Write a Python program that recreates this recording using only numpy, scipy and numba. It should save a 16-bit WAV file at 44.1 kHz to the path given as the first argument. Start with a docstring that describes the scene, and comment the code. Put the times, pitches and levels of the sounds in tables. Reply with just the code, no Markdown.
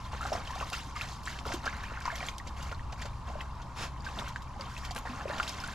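"""A shallow woodland creek, with two dogs wading a few metres below a stereo microphone.
From the start their legs churn up swarms of small bubbles, paws and falling drops slap the surface,
and larger air pockets plop, most with a rising pitch. Past halfway the wading eases, and near 3.8 s
one dog snorts at the water; then the splashing picks up again. Behind it all, throughout,
lie a faint trickle, insects, and the rumble and hum of far traffic."""
import sys
import numpy as np
from scipy import signal
from scipy.fft import rfft, irfft, next_fast_len
from scipy.io import wavfile
from scipy.ndimage import uniform_filter1d
from numba import njit

SR = 44100
rng = np.random.default_rng(int(sys.argv[2]) if len(sys.argv) > 2 else 0)


def bounce(signal):
    """Save signal as a 16-bit WAV file at the path given by the first command-line argument."""
    frames = np.transpose(np.atleast_2d(signal))
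    limited = np.clip(frames, -1, 1)
    pcm = np.round(limited * 32767).astype(np.int16)
    wavfile.write(sys.argv[1], SR, pcm)


N = 253134

# Legs sweeping through the shallows. Each row: start and length in seconds, then the levels in dB
# of deep slosh, gurgle and spray.
LEG_SWEEPS = [(0.0, 0.018, -66, -55, -57), (0.05, .01, -60, -56, -53), (0.127, 0.048, -52, -49, -52),
              (0.218, 0.085, -46, -49, -48.5), (0.337, 0.03, -39, -43.5, -46.5),
              (0.447, 0.13, -71, -50, -51.5), (0.59, .04, -44.5, -48.5, -48.5), (0.674, .01, -60, -54, -47),
              (0.736, 0.034, -57, -43, -42), (0.844, 0.053, -55.5, -68, -53.5),
              (0.963, 0.037, -70, -43.5, -47.5), (1.015, .03, -48, -48.5, -47),
              (1.083, 0.057, -52.5, -62, -48.5), (1.265, 0.052, -57, -48, -45.5),
              (1.35, 0.05, -49, -59, -56), (1.462, 0.077, -39, -49, -46), (1.642, 0.048, -46, -43.5, -50),
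              (1.735, 0.17, -53.5, -48.5, -54.5), (1.94, 0.056, -55, -47.5, -61),
              (2.055, 0.023, -60, -42, -47.5), (2.117, 0.07, -56, -45.5, -54.5),
              (2.185, 0.089, -49, -52.5, -47), (2.467, 0.0091, -50, -58, -57),
              (2.574, 0.11, -51.5, -51, -52), (2.988, .05, -57, -51, -53), (3.276, .03, -45.5, -54, -55.5),
              (3.384, 0.024, -46.5, -52, -60), (3.592, 0.024, -52, -60, -69),
              (4.058, 0.044, -48.5, -49.5, -51), (4.157, .005, -45, -53, -55),
              (4.179, .03, -44.5, -47.5, -49), (4.25, 0.03, -66, -48, -53.5), (4.6, 0.062, -52, -49.5, -55),
              (4.7, 0.12, -65, -58, -52.5), (4.84, .02, -55, -46.5, -52), (4.96, 0.015, -47, -49, -52),
              (5.066, 0.16, -47, -49.5, -53), (5.286, 0.086, -41, -44.5, -49),
              (5.403, 0.14, -45.5, -49, -47), (5.58, 0.26, -50, -48, -49.5)]
# How fast the water calms after a stride: slosh, gurgle and spray in dB per second.
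CALMING_DB_PER_S = [162, 181, 156]
# The stirring left between strides: slosh, gurgle and spray in dB.
RIPPLE_FLOOR_DB = [-55.5, -61.5, -62.5]
def strides(s, attack_s=0.013):
    """Slosh, gurgle and spray in dB at times s: water piles up ahead of a leg, holds, then settles."""
    power = from_db(RIPPLE_FLOOR_DB)[:, None] ** 2
    for start, length, *db in LEG_SWEEPS:
        swell = np.exp(-(np.minimum(s - start, 0) / attack_s) ** 2)
        settled_db = np.outer(CALMING_DB_PER_S, np.maximum(s - start - length, 0))
        power = power + (swell * from_db(np.array(db)[:, None] - settled_db)) ** 2
    return 10 * np.log10(power)


# The tone of the churned water. Each row: frequency in Hz, level in dB.
CHURN_SPECTRUM = [(200, 8), (420, -9), (700, 2), (1050, 6.5), (1500, 5.5), (2200, 2.5), (3500, -2),
                  (5500, -4.5), (7300, -9.5), (8800, -15), (12000, -22), (13500, -23), (15500, -38)]
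def churn(low_hz, high_hz, spread_db, cycles, rise, slosh_db, gurgle_db, spray_db, count):
    """The legs stir up a swarm of bubbles; small ones are more numerous and ring for more cycles."""
    s = (np.arange(count) + rng.random(count)) / count * N / SR
    hz = np.interp(rng.random(count), [0, 1], [np.cbrt(low_hz), np.cbrt(high_hz)]) ** 3
    ringing = cycles * np.cbrt(hz / 1000) * 2 ** rng.uniform(-1, 1, count)
    strengths = rms_one(from_db(spread_db * np.minimum(rng.exponential(1, count), np.pi)))
    tone = rms_one(from_db(at_hz(CHURN_SPECTRUM, hz)) * np.cbrt(hz))
    # big bubbles follow the deep slosh, middling ones the gurgle, the smallest the spray
    levels_db = strides(s) + [[slosh_db], [gurgle_db], [spray_db]]
    blend = np.array([np.interp(np.log(hz), np.log([650, 1700, 4500]), row) for row in np.eye(3)])
    stirring = np.sum(blend * from_db(levels_db), axis=0)
    # keeps the swarm's power the same however many bubbles ring, and for however long
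    density_gain = np.sqrt(4 * np.log(1000) * hz / ringing * N / SR / count)
    heights = stirring * strengths * tone * density_gain
    return bubble_rings(np.c_[s, heights, hz, ringing, rise * rng.random(count)], BUBBLE_SWELL, N)


BUBBLE_SWELL = 3.55   # how quickly a small bubble reaches its full swing, per cycle
@njit
def bubble_rings(rows, swell, size):
    """A bubble rings as it pinches off; a positive rise lifts its pitch as it nears the surface."""
    out = np.zeros(size)
    for k in range(len(rows)):
        s, height, hz, cycles, rise = rows[k]
        start, life, phase = int(s * SR), cycles * SR / hz, 0.
        for i in range(max(0, -start), min(int(life), size - start)):
            phase += 2 * np.pi * hz / SR * (1 + rise * (1 - np.exp(-i / life)))
            envelope = 1000. ** (-i / life) * (1 - np.exp(-swell * hz * i / SR))
            out[start + i] += height * envelope * np.sin(phase)
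    return out


# Single air pockets. Each row: start in seconds, level in dB, starting pitch in Hz, cycles until
# silent, glide as a share of the pitch (negative falls).
AIR_POCKETS = [(0.1327, -29, 900, 26, -.2), (0.209, -28.5, 1273, 49, 0.28), (0.229, -28.5, 1280, 33, 0.81),
               (0.2514, -30.5, 734, 54, 0.82), (0.2588, -24, 1280, 17, 0.12), (0.3192, -22, 647, 25, -0.16),
               (0.326, -20, 770, 12, -0.023), (0.3303, -32.5, 5570, 130, -0.17),
               (0.3516, -26, 680, 26, 0.17), (0.4746, -35, 2900, 69, 0.4), (0.5042, -34, 964, 166, 0.76),
               (0.5598, -35.5, 704, 66, 0.97), (0.6017, -28, 2640, 24, .2), (0.6257, -27.5, 1030, 51, 1),
               (0.7214, -31.5, 673, 13, 0.78), (0.7309, -32, 6840, 30, .15),
               (0.7328, -29.5, 2600, 79, 0.56), (0.869, -35.5, 256, 11, 0.31), (0.9612, -31, 1190, 49, .05),
               (1.0114, -22.5, 2400, 31, 0.5), (1.014, -33, 1290, 45, 0.77), (1.0178, -22, 3530, 10, .65),
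               (1.256, -31.5, 7140, 31, .45), (1.275, -17, 1548, 7, .15), (1.2798, -26.5, 1850, 26, 0),
               (1.3895, -21.5, 2699, 6.3, -.2), (1.4532, -28, 1270, 20, 0.29), (1.4657, -27, 487, 9.5, 0),
               (1.5063, -29, 570, 14, .6), (1.5207, -27, 1920, 19, -0.037), (1.54, -26, 319, 16.6, 0.44),
               (1.6553, -29, 4484, 11, 0.45), (1.6682, -18.5, 1310, 9.3, 0.48),
               (1.676, -23.5, 1554, 61, .3), (1.8363, -33, 1580, 65, 1), (1.9189, -26.5, 552, 5, -.1),
               (1.973, -33, 1380, 55, 0.99), (2.0551, -23, 1030, 35, 0.0064), (2.0551, -23, 5000, 9.3, -.3),
               (2.0628, -32.5, 6096, 36, 0), (2.0778, -22, 950, 35, 0.12), (2.0812, -27, 1120, 41, 0.32),
               (2.1018, -25, 1550, 27, .7), (2.1253, -36.5, 685, 54, -0.18), (2.1556, -29.5, 5259, 16, .65),
               (2.2051, -31.6, 2309, 66, .1), (2.2262, -32, 663, 28, 0.6), (2.229, -25.5, 1920, 19, 0),
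               (2.266, -33, 7127, 53, .2), (2.2858, -25, 2230, 22, 0.11), (2.2863, -25, 3330, 25, 0),
               (2.288, -33, 6500, 45, -.15), (2.3828, -32, 5840, 27, .7), (2.4, -35, 1950, 41, -0.19),
               (2.7252, -30.5, 1415, 35, -0.043), (2.747, -38.5, 4200, 37, 0),
               (2.7952, -33.5, 1740, 16, 0.36), (2.9298, -32.5, 715, 13, 0.53), (3.0208, -28, 1704, 13, .6),
               (3.0495, -40, 578, 30, 0.092), (3.3543, -32, 626, 37, -.2), (3.4059, -37, 2610, 110, 0.0038),
               (3.4074, -31.5, 2930, 27, 0.69), (3.4105, -31, 1870, 34, 0.49), (4.006, -40.5, 4670, 39, .1),
               (4.022, -45, 6960, 35, -0.017), (4.0648, -32, 1604, 91, -0.22),
               (4.189, -26.5, 3360, 42, 0.64), (4.2218, -27.5, 960, 23, -0.062),
               (4.36, -22.5, 1710, 20, -0.4), (4.5607, -37, 780, 39, 0.36), (4.5945, -39.5, 564, 54, -0.22),
               (4.6101, -27, 4550, 29, .3), (4.766, -34, 2570, 65, 0.081), (4.9088, -34, 757, 42, -0.24),
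               (4.909, -35, 4500, 66, .35), (4.911, -40, 3230, 60, .1), (4.9618, -34, 1710, 37, -0.28),
               (4.9655, -34.5, 2740, 41, 0.62), (4.9796, -21, 2258, 5.8, 0.82),
               (5.0524, -37.5, 938, 120, 0), (5.0715, -34.5, 1670, 53, 1), (5.0952, -36, 228, 45, 0.67),
               (5.2098, -34.5, 800, 32, -.2), (5.2553, -24, 506, 16.6, 1), (5.276, -40, 358, 39, .45),
               (5.2988, -27.5, 568, 28, 0.43), (5.3076, -19.5, 1160, 4.1, 0.35),
               (5.3995, -18, 1290, 26, 0.26), (5.3993, -18, 2600, 6.3, .65),
               (5.4046, -20.5, 1400, 24, 0.16), (5.4308, -20, 2750, 11, -.1),
               (5.478, -20, 3630, 13, -0.024), (5.4932, -33, 5200, 45, .8), (5.602, -31, 5100, 36, .15),
               (5.638, -33, 1420, 120, 0.33)]
def plops(level_db, swell):
    """Larger air pockets and drips ring out singly above the swarm."""
    s, db, hz, cycles, rise = np.transpose(AIR_POCKETS)
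    return bubble_rings(np.c_[s, from_db(db + level_db), hz, cycles, rise], swell, N)


# Paws and drops hitting the surface. Each row: start in seconds, level in dB, then offsets in dB
# for the low body and the fine mist.
SURFACE_HITS = [(0.1331, -44.5, 15, -22), (0.2655, -36.5, 3, -21), (0.3282, -34, 3, -20),
                (0.4704, -37.5, -0.5, -35), (0.5034, -40, -1, -20), (0.5501, -37, 0, -23),
                (0.6071, -40, 14, -20), (0.7284, -30.5, -5, -26), (1.012, -47, -7, -6),
                (1.232, -44, -20, -14), (1.293, -39, -18, -31), (1.386, -36, -23, -31),
                (1.518, -31.5, -4, -31), (1.536, -30.5, -14, -21), (1.6557, -32, 6.5, -25),
                (1.8328, -43, -4, -17), (2.0191, -40, -11, -26), (2.155, -35, -7, -15),
                (2.266, -41, -5, -16), (2.2833, -33.5, -2, -23), (2.381, -40.5, -14, -23),
                (2.471, -33.5, -30, -33), (2.6247, -36.5, -21, -22), (2.713, -39.5, 11, -26),
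                (2.9227, -37.5, 4, -25), (3.0153, -31.5, -5, -30), (3.0538, -37.5, 4.5, -28),
                (3.408, -43, -8, -20), (3.617, -43.5, -12, -42), (4.0424, -38.5, -7, -33),
                (4.188, -37, 7.5, -19), (4.2814, -36, -15, -21), (4.3584, -40, 0, -33),
                (4.42, -43.5, -19, -23), (4.6077, -40, -10, -24), (4.775, -36, -5, -22),
                (4.8483, -34.5, -10, -23), (4.9077, -33.5, -18, -23), (4.9604, -36.5, 8, -8),
                (4.9793, -45, -4, -9), (5.0514, -45, 16, -36), (5.3798, -33.5, -4, -25),
                (5.4283, -32, -2, -27), (5.478, -32, -28, -30), (5.49, -31.5, -28, -22),
                (5.6014, -43, -13, -15), (5.637, -36.5, -15, -24)]
def slaps(crack_db, body_db, mist_db, cycles, rise, fade_db, cloud_s, count):
    """A slap traps a cloud of bubbles within milliseconds, then fewer, weaker ones as drops fall back."""
    rows, pitches = [], np.geomspace(480, 13500, count)
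    for s, db, body, mist in SURFACE_HITS:
        hz = pitches * 2 ** rng.normal(0, .05, count)
        delay = rng.gamma(1.5, .14, count)   # as a share of cloud_s
        spectrum = [(1520, body + body_db), (3000, crack_db), (7000, crack_db), (9300, mist + mist_db)]
        heights = from_db(db + at_hz(spectrum, hz) + fade_db * delay)
        ringing = cycles * np.cbrt(hz / 1000)
        rows.append(np.c_[s + delay * cloud_s, heights, hz, ringing, rise * rng.random(count)])
    return bubble_rings(np.vstack(rows), BUBBLE_SWELL, N)


# Hard drops landing around the dogs. Each row: start in seconds, level in dB.
HARD_DROPS = [(0.2142, -41), (0.701, -37), (1.4677, -42), (1.537, -37), (1.768, -46), (2.0044, -42.5),
              (2.382, -37), (4.9492, -37), (4.962, -43), (4.9873, -36.5), (5.4286, -42), (5.4804, -35),
              (5.4934, -35), (5.676, -36.5)]
def drop_ticks(level_db, t60_s):
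    """A hard drop lands with a very short, bright crack."""
    out, t = np.zeros(N), np.arange(SR // 25) / SR
    for s, db in HARD_DROPS:
        crack = rms_one(band(rng.standard_normal(len(t)), 2300, 9200))
        tick = from_db(db + level_db) * crack * decay(t, t60_s)
        start = round(s * SR)
        out[start:start + len(t)] += tick[:N - start]
    return out


# One snort, down at the water. Each row: time in seconds, level in dB.
SNORT_LEVEL = [(3.76, -47), (3.798, -41), (3.84, -37.5), (3.93, -68)]
# The broad hiss of the breath. Each row: frequency in Hz, level in dB.
BREATH_SPECTRUM = [(210, -3), (400, -9.5), (750, -5), (1500, -4.5), (2100, -9), (4000, -13), (6000, -18.5),
                   (7600, -20), (8800, -24), (12000, -32), (14000, -32), (15500, -42)]
# Resonances of the nose. Each row: frequency in Hz, width in Hz, gain relative to the hiss.
NOSE_RESONANCES = [(1170, 29, 2.2), (2550, 150, 1), (3760, 400, 0.36), (5300, 220, 1.6), (6700, 300, 1.1),
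                   (10400, 700, 0.76)]
def snort(flutter):
    """A short blast of air through the narrow passages of a wet nose."""
    level_db = in_time(SNORT_LEVEL)
    t = np.arange(N) / SR
    blowing = (t > SNORT_LEVEL[0][0]) & (t < SNORT_LEVEL[-1][0])
    soft_gate = uniform_filter1d(1. * blowing, SR // 50)
    spatter = np.exp(flutter * rms_one(band(rng.standard_normal(N), 40, 300)))
    air = spatter * colour(rng.standard_normal(N), BREATH_SPECTRUM)
    nose = sum(gain * signal.lfilter(*signal.iirpeak(hz, hz / width, fs=SR), air)
               for hz, width, gain in NOSE_RESONANCES)
    return from_db(level_db) * soft_gate * rms_one(air + nose)


# Sound scattered by banks and trees. Each row: frequency in Hz, level in dB against the direct sound.
BANK_SCATTER = [(300, -14), (1200, -11), (4000, -8), (8000, -7), (12000, -5)]
# Near reflections that differ left and right. Each row: frequency in Hz, level in dB, as above.
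PLANT_REFLECTIONS = [(300, -19), (1200, -15), (4000, -14), (8000, -9), (12000, -3.5)]
# The left microphone against the right. Each row: frequency in Hz, phase in radians.
LEFT_PHASE = [(200, -.05), (800, -.35), (3200, -.65), (5000, -.45), (8000, -.35), (12000, 0)]
def creek_banks(direct, bank_t60_s, trees_db, trees_t60_s):
    """On the way up to the microphone, banks scatter the sound, trees add a tail and plants widen it."""
    t = np.arange(SR // 2) / SR
    near, far = rng.standard_normal((2, 2, len(t))) * (1 - np.exp(-(t / 0.0013) ** 2))
    banks = rms_one(near * decay(t, bank_t60_s))
    trees = from_db(trees_db) * rms_one(far * decay(t, trees_t60_s))
    echoes = (banks + trees) / np.sqrt(len(t))
    scattered = signal.fftconvolve(colour(direct, BANK_SCATTER)[None], echoes, axes=1)[:, :N]
    plants = rms_one(rng.standard_normal(len(t)) * t * np.exp(-t / .0015)) / np.sqrt(len(t))
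    side = signal.fftconvolve(colour(direct, PLANT_REFLECTIONS), plants)[:N]
    phase = at_hz(LEFT_PHASE, np.arange(N // 2 + 1) * SR / N)
    left = irfft(rfft(direct) * np.exp(1j * phase), N)   # arrives slightly later
    return np.array([left, direct]) + scattered + side * [[1], [-1]]


# A far road, engine rumble and tyre noise. Each row: frequency in Hz, level in dB.
ROAD_SPECTRUM = [(20, 1), (45, 2), (65, 3.5), (100, -1), (140, -6.5), (220, -10), (330, -19.5),
                 (480, -29.5), (700, -26.5), (880, -11), (1050, -7), (1250, -17.5), (1600, -69),
                 (2600, -56)]
# The hum of its engines. Each row: pitch in Hz, width of its waver in Hz, level in dB.
ENGINE_TONES = [(63.6, 4, -45), (129.1, 8.4, -51), (190.4, 10, -68)]
# Their strength, of which only the swing about the mean counts. Each row: time in seconds, level in dB.
ENGINE_SWELL = [(0.0, -42.5), (0.85, -44.5), (1.7, -43), (2.45, -45), (2.75, -40), (3.1, -41), (3.6, -44),
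                (4.25, -43), (4.8, -42.5), (5.4, -45.5), (5.74, -44.5)]
def traffic(road_db, hum_db):
    """Far engines hum and rumble, swelling and fading together under steady tyre noise."""
    t, hum = np.arange(N) / SR, 0
    for hz, width_hz, db in ENGINE_TONES:
        waver_hz = rms_one(band(rng.standard_normal(N), 0.88, 6.9)) * width_hz / 2
        hum = hum + from_db(db + hum_db) * np.sin(2 * np.pi * (hz * t + np.cumsum(waver_hz) / SR))
    road = from_db(road_db) * wide_noise(ROAD_SPECTRUM, side_db=-16.0)
    rumble = colour(road, [(110, 0), (200, -40)])
    tyres = road - rumble
    swell_db = in_time(ENGINE_SWELL)
    engines = (rumble + hum) * from_db(swell_db - swell_db.mean())
    return (tyres + engines) * from_db([[.4], [-.4]])   # a touch to the left


# The creek running behind the dogs. Each row: frequency in Hz, level in dB.
TRICKLE_SPECTRUM = [(300, -15), (600, 2.5), (1500, -1.5), (2400, -22), (3500, -11), (7000, -18),
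                    (8700, -24), (10000, -34), (12500, -57), (15000, -44)]
def trickle(level_db):
    """Shallow running water makes a faint, wide, even wash."""
    return from_db(level_db) * wide_noise(TRICKLE_SPECTRUM, side_db=-3.0)


# Insects off in the trees. Each row: frequency in Hz, level in dB.
INSECT_SPECTRUM = [(8300, -40), (9400, -11), (9950, 0), (10200, -5), (10600, -40)]
def insects(level_db):
    """Insects blend into a thin, steady hiss near 10 kHz."""
    return from_db(level_db) * wide_noise(INSECT_SPECTRUM, side_db=-5.0)


def from_db(db):
    """Decibels to gain."""
    return 10 ** (np.asarray(db) / 20)


def rms_one(x):
    """Scale to unit power."""
    return x / np.sqrt(np.mean(x ** 2) + 1e-20)


def decay(t, t60_s):
    """An envelope that falls 60 dB in t60_s."""
    return np.exp(-np.log(1000) * t / t60_s)


def in_time(points):
    """Read a curve of (seconds, value) at every sample."""
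    return np.interp(np.arange(N) / SR, *np.transpose(points))


def at_hz(points, hz):
    """Read a curve of (Hz, value) on a log-frequency axis."""
    points_hz, values = np.transpose(points)
    return np.interp(np.log(np.maximum(hz, 1)), np.log(points_hz), values)


def band(x, low_hz, high_hz):
    """Causal band-pass."""
    return signal.sosfilt(signal.butter(2, [low_hz, high_hz], "band", fs=SR, output="sos"), x)


def colour(x, spectrum):
    """Give a signal a smooth spectral shape."""
    size = next_fast_len(x.shape[-1])
    gains = from_db(at_hz(spectrum, np.arange(size // 2 + 1) * SR / size))
    return irfft(rfft(x, size) * gains, size)[..., :x.shape[-1]]


def wide_noise(spectrum, side_db):
    """Stereo noise of unit power; side_db sets how much left and right differ."""
    mid, side = colour(rng.standard_normal((2, N)), spectrum)
    return rms_one(mid + from_db(side_db) * side * [[1], [-1]])


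def scene():
    """The dogs a few metres below the microphone, with the creek, the woods and the road behind."""
    foam = churn(198.4, 14500, spread_db=3.0, cycles=14.7, rise=0.078,
                 slosh_db=6.0, gurgle_db=0.5, spray_db=2.0, count=34000)
    gurgle = churn(350, 7500, spread_db=3.5, cycles=34, rise=.5,
                   slosh_db=0.0, gurgle_db=0.0, spray_db=-4.0, count=2200)
    splashes = slaps(crack_db=-6.0, body_db=-12.0, mist_db=7.0, cycles=19.8, rise=0.36,
                     fade_db=-32.5, cloud_s=.06, count=120)
    drops = drop_ticks(level_db=0.5, t60_s=0.0079)
    water = foam + gurgle + splashes + drops + plops(level_db=0.63, swell=2.17)
    dogs = creek_banks(water + snort(flutter=0.089), bank_t60_s=0.065, trees_db=-21.0, trees_t60_s=0.32)
    return dogs + trickle(level_db=-59.0) + insects(level_db=-79.5) + traffic(road_db=-43.5, hum_db=-1.0)


# The microphone's treble response. 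Each row: frequency in Hz, gain in dB.
MICROPHONE_RESPONSE = [(7300, 1), (8600, -1), (10500, -1), (11250, 1.5), (12200, 1), (12900, 0),
                       (13700, -9.5), (15000, -12), (16000, -22)]
CUTOFF_HZ = 15500
def record(dry):
    """The microphone blocks steady pressure and dulls the highest treble; the top is cut steeply."""
    heard = colour(band(dry, 8, 21000), MICROPHONE_RESPONSE)
    return signal.sosfilt(signal.ellip(10, .1, 90, CUTOFF_HZ, fs=SR, output="sos"), heard)


dry = scene()
out = record(dry)
bounce(out)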